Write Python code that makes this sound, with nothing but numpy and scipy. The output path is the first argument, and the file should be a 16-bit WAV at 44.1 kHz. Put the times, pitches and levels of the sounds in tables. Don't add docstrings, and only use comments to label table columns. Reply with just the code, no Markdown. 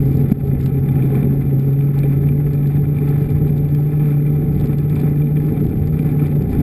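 import sys
import numpy as np
from scipy import signal
from scipy.fft import rfft, irfft
from scipy.io import wavfile
from scipy.ndimage import uniform_filter1d, minimum_filter1d

SR = 44100
rng = np.random.default_rng(int(sys.argv[2]) if len(sys.argv) > 2 else 0)


def put_to_file(sound):
    columns = np.atleast_2d(sound).T
    safe = np.clip(columns, -1, 1)
    whole_steps = np.round(safe * 32767)
    wavfile.write(sys.argv[1], SR, whole_steps.astype(np.int16))


N = 291942
T = np.arange(N) / SR
BIN_HZ = np.fft.rfftfreq(N, 1 / SR)


# time_s, relative_db
HUM_LEVEL = [(0, -13), (0.55, -15.5), (0.7, -13), (1.05, -14.5), (1.7, -13), (3.5, -13.5), (4.2, -12),
             (4.93, -17.5), (5.12, -13), (5.85, -17.5), (6.18, -14.5), (6.38, -13), (6.48, -30.5),
             (6.62, -14)]
# multiple, relative_db
HUM_HARMONICS = [(1, -2), (2, -19.5), (3, -24.5), (4, -38.5)]
def tyre(blocks, level_db=-1.4, dip_db=6.0, dip_per_road_db=0.15, flutter_hz=16):
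    hum = sum(gain_of(db) * np.sin(2 * np.pi * (round(multiple) * blocks + rng.random()))
              for multiple, db in HUM_HARMONICS)
    bumps_db = curve(ROAD_ROUGHNESS)
    unevenness = np.exp(dip_per_road_db * (bumps_db - bumps_db.mean()))
    lift = np.tanh(np.maximum(drift(flutter_hz), 0) ** 2 / 2)
    return unit_rms(hum) * gain_of(curve(HUM_LEVEL) + level_db - dip_db * unevenness * lift)


# time_s, pitch_hz
TREAD_RATE = [(0, 137.5), (1.05, 136.1), (2.2, 141.1), (2.42, 144.3), (2.65, 143.8), (4.0, 147.4),
              (4.7, 145.7), (5.95, 149.8), (6.62, 146.8)]
def tread_blocks(push_every_s=0.505, surge_at_s=0.383, surge_hz=1.29, waver=0.0062):
    surge = surge_hz * np.cos(2 * np.pi * (T - surge_at_s) / push_every_s)
    rate_hz = (curve(TREAD_RATE) + surge) * (1 + waver * drift(13.7))
    return np.cumsum(rate_hz) / SR


# time_s, long_bumps_db, coarse_grain_db
ROAD_ROUGHNESS = [(0.0, -22, -19), (0.55, -21.5, -19.5), (0.75, -24.5, -21.5), (1.15, -25, -17),
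                  (1.35, -26.5, -19), (1.8, -28, -25), (2.1, -26, -21.5), (2.9, -27, -23),
                  (3.4, -23.5, -21), (4.2, -30.5, -24), (4.62, -22, -19.5), (4.88, -25.5, -23.5),
                  (5.01, -21.5, -18.5), (5.27, -29, -24.5), (5.5, -23.5, -18), (5.85, -18.5, -20),
                  (6.2, -28.5, -20), (6.62, -18, -18)]
# pitch_hz, width_hz, relative_db
SWAY_MODES = [(25, 12, -6), (54, 18, 0), (88, 15, 5), (121.2, 13, 3)]
# pitch_hz, width_hz, relative_db
FRAME_MODES = [(166, 50.4, 0.5), (239.6, 27, -1), (285, 56, -7.5), (334, 76, -13), (405, 55, -11),
               (426.6, 33, -12.5), (550, 49, -22.5), (759, 98, -27)]
def frame(drumming_db=-1.0, flicker_db=0.8):
    sway = coloured_noise(modes(SWAY_MODES)) * gain_of(curve(ROAD_ROUGHNESS))
    stones = clicks(per_s=2500, spread_db=3.5) * gain_of(flicker_db * drift(35))
    drumming = unit_rms(ring(stones, modes(FRAME_MODES)))
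    return sway + drumming * gain_of(curve(ROAD_ROUGHNESS, column=2) + drumming_db)


# crest_s, envelope_peak_db, pitch_hz, rise_s
CRACKS = [(0.3228, 8.5, 194, 0.004), (2.041, -11, 290, 0.0016), (3.456, -16, 297, 0.0037)]
def jolts(clatter_db=-33, scrape_db=-47, fall_ratio=0.62):
    thump, shake = np.zeros(N), np.zeros(N)
    for crest_s, db, hz, rise_s in CRACKS:
        width_s = np.where(T < crest_s, rise_s, fall_ratio * rise_s)
        push = gain_of(db) * np.exp(-((T - crest_s) / width_s) ** 2)
        thump += push * np.sin(2 * np.pi * hz * (T - crest_s))
        shake += push
    clatter = gain_of(clatter_db) * coloured_noise(modes(HOUSING_MODES))
    scrape = gain_of(scrape_db) * coloured_noise(colour(GRIT_COLOUR))
    return thump + shake * (clatter + scrape)


# middle_s, swell_db, length_s
PEDAL_STROKES = [(0.25, 2, 0.5), (1.08, 4.5, 0.35), (2.06, 3, 0.24), (2.76, 4, 0.1), (3.16, 4.5, 0.38),
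                 (4.08, 4.5, 0.17), (4.66, 2.5, 0.2), (5.04, 4, 0.2), (5.48, 2, 0.3), (6.15, 4.5, 0.28),
                 (6.6, 5.5, 0.14)]
# pitch_hz, width_hz, relative_db
HOUSING_MODES = [(739, 90, 4), (813.6, 44, 8.5), (1030, 98, -6.5), (1113, 190, -4), (1300, 43, 2.5),
                 (1450, 210, -4.5), (1745, 140, -2.5), (2027, 110, -2), (2300, 400, -5.5), (3060, 160, -19),
                 (3510, 250, -15), (4770, 2700, -25.5)]
def chain(blocks, rustle_db=-47.0, jingle_db=-59.0, flicker_db=2.5, waver_db=0.58, throb=0.18):
    knocks = clicks(per_s=5000, spread_db=0.5) * gain_of(flicker_db * drift(77))
    knocks *= 1 + throb * np.cos(2 * np.pi * blocks)
    rustle = gain_of(rustle_db) * unit_rms(ring(knocks, modes(HOUSING_MODES)))
    t = np.arange(4096) / SR
    metal = sum(gain_of(db - 60 * t / t60) * np.sin(2 * np.pi * hz * t) for hz, db, t60 in FITTING_MODES)
    taps = clicks(per_s=55, spread_db=2.5)
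    jingle = gain_of(jingle_db) * unit_rms(signal.oaconvolve(taps, metal)[:N])
    return (rustle + jingle) * gain_of(swells(PEDAL_STROKES) + waver_db * drift(18))


# start_s, relative_db
FITTING_KNOCKS = [(0.8882, -36.5), (1.0228, -33.5), (1.153, -31.5), (1.23, -35), (1.8097, -36.5),
                  (2.0334, -31.5), (2.2886, -34), (2.967, -38), (2.9857, -35), (3.7478, -35),
                  (3.997, -37.5), (4.2657, -39), (4.7329, -34), (4.9622, -32.5), (4.996, -36),
                  (5.218, -39.5), (5.27, -40), (5.369, -33), (5.574, -39), (5.9918, -37), (6.1956, -35),
                  (6.2583, -34)]
# pitch_hz, relative_db, t60_s
FITTING_MODES = [(1290, -6.5, 0.021), (1750, -3.5, 0.031), (2280, -7, 0.025), (2364, 4, 0.043),
                 (2360, -6, 0.033), (3190, -11, 0.059), (3550, -5.5, 0.031)]
def rattles(level_db=3.0, vary_db=3.5):
    t = np.arange(4096) / SR
    hz, db, t60 = np.transpose(FITTING_MODES)[:, :, None]
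    track = np.zeros(N + len(t))
    for start_s, knock_db in FITTING_KNOCKS:
        mix, polarity = rng.standard_normal((2, len(FITTING_MODES), 1))
        decays = gain_of(db + vary_db * mix - 60 * t / t60)
        knock = (decays * np.sign(polarity) * np.sin(2 * np.pi * hz * t)).sum(0)
        track[round(start_s * SR):][:len(t)] += gain_of(knock_db + level_db) * knock / abs(knock).max()
    return track[:N]


# start_s, relative_db
GRIT_TICKS = [(0.169, -42), (0.198, -49), (0.472, -50), (0.61, -42), (0.6605, -35), (1.596, -44),
              (1.9894, -36.5), (2.5326, -42), (2.6717, -41.5), (3.09, -41.5), (3.302, -43), (3.478, -45),
              (3.5793, -43), (3.688, -45), (3.7479, -41), (4.5989, -41), (4.612, -45), (4.6573, -41.5),
              (4.784, -39), (4.897, -42), (4.9547, -41), (5.0163, -45), (5.667, -45), (5.873, -43),
              (5.9905, -44), (6.2657, -42), (6.4223, -43.5)]
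# frequency_hz, gain_db
GRIT_COLOUR = [(300, -28), (1200, -9.5), (2300, -2), (2900, -3.5), (3600, -1.5), (4200, -5), (4900, -0.5),
               (5600, -2), (6300, -3.5)]
def grit(level_db=20.0, grain_hz=4000, pitch_spread=0.063, crumble=0.4, crumble_s=0.0034):
    t = np.arange(512) / SR
    track = np.zeros(N + 1024)
    for start_s, db in GRIT_TICKS:
        fragments = rng.standard_normal(len(t))
        hz = grain_hz * np.exp(pitch_spread * np.tanh(fragments[-1]))
        fracture = (t == 0) + crumble * fragments * np.exp(-t / crumble_s)
        tick = np.convolve(fracture, snap(hz, ring_s=0.00019))
        track[round(start_s * SR):][:len(tick)] += gain_of(db + level_db) * tick / np.linalg.norm(tick)
    return ring(track[:N], colour(GRIT_COLOUR))


# middle_s, swell_db, length_s
LOOSE_SAND = [(0.22, 7, 0.47), (0.64, 8.5, 0.12), (1.17, 6, 0.054), (3.45, 3, 0.6), (4.63, 7, 0.14),
              (5.0, 10, 0.067), (5.55, 3.5, 0.41), (6.24, 3, 0.16), (6.56, 10, 0.11)]
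def sand(level_db=-66.0, grains_per_s=120, pitch_count=12):
    crackle = np.zeros(N)
    for hz in np.geomspace(3100, 5300, pitch_count):
        grains = clicks(grains_per_s / pitch_count, spread_db=1.8)
        crackle += signal.oaconvolve(grains, snap(hz, ring_s=0.0002))[:N]
    return unit_rms(ring(crackle, colour(GRIT_COLOUR))) * gain_of(level_db + swells(LOOSE_SAND))


def snap(hz, ring_s):
    t = np.arange(256) / SR
    wave = np.sin(2 * np.pi * hz * t) * np.exp(-t / ring_s)
    return wave / abs(wave).max()


def clicks(per_s, spread_db):
    size = gain_of(spread_db * np.minimum(rng.exponential(1, N), 4))
    return unit_rms(size * rng.choice([-1, 1], N) * (rng.random(N) < per_s / SR))


def ring(x, gain):
    log_gain = np.log(np.maximum(gain / gain.max(), 1e-5))
    cepstrum = irfft(log_gain, N) * 2 * (np.arange(N) < N // 2)
    return irfft(rfft(x) * np.exp(rfft(cepstrum) - log_gain.mean()), N)


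def coloured_noise(gain):
    return unit_rms(ring(rng.standard_normal(N), gain))


def modes(rows):
    power = 0
    for hz, width_hz, db in rows:
        peak = gain_of(db) / (1 + 2 * ((BIN_HZ - hz) / width_hz) ** 2)
        power += peak ** 2 / (1 + (BIN_HZ / (2 * hz)) ** 4)
    return np.sqrt(power)


def colour(points):
    hz, db = np.transpose(points)
    return gain_of(np.interp(np.log(BIN_HZ + 1), np.log(hz), db))


def swells(rows):
    return sum(db / (1 + (2 * (T - middle_s) / length_s) ** 6) for middle_s, db, length_s in rows)


def drift(hz):
    return unit_rms(irfft(rfft(rng.standard_normal(N)) / (1 + (BIN_HZ / hz) ** 4), N))


def curve(rows, column=1):
    rows = np.asarray(rows)
    return np.interp(T, rows[:, 0], rows[:, column])


def gain_of(db):
    return 10 ** (np.asarray(db) / 20)


def unit_rms(x):
    return x / np.sqrt(np.mean(x ** 2) + 1e-20)


def limiter(x, ceiling_db=-1.5, recover_db_per_s=55):
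    over_db = np.maximum(20 * np.log10(abs(x).max(0) + 1e-9) - ceiling_db, 0)
    recovery_db = recover_db_per_s * T
    cut_db = np.maximum.accumulate(over_db + recovery_db) - recovery_db
    return x * gain_of(uniform_filter1d(minimum_filter1d(-cut_db, size=65), size=65))


def sample_and_hold(x, hold_hz=12000, band_hz=5250):
    narrow = irfft(rfft(x) / np.sqrt(1 + (BIN_HZ / band_hz) ** 22), N)
    mirrored = narrow * (1 + 2 * np.cos(2 * np.pi * hold_hz * T))
    return irfft(rfft(mirrored) * np.sinc(BIN_HZ / hold_hz), N)


def scene():
    blocks = tread_blocks()
    return (tyre(blocks) + frame() + chain(blocks) + sand() + grit() + rattles() + jolts())[None]


def record(dry):
    faded = limiter(dry) * signal.windows.tukey(N, 0.0012)
    lowpass = signal.firwin(255, cutoff=15400, window=("kaiser", 9), fs=SR)
    return signal.oaconvolve(sample_and_hold(faded), lowpass[None], "same")


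dry = scene()
out = record(dry)
put_to_file(out)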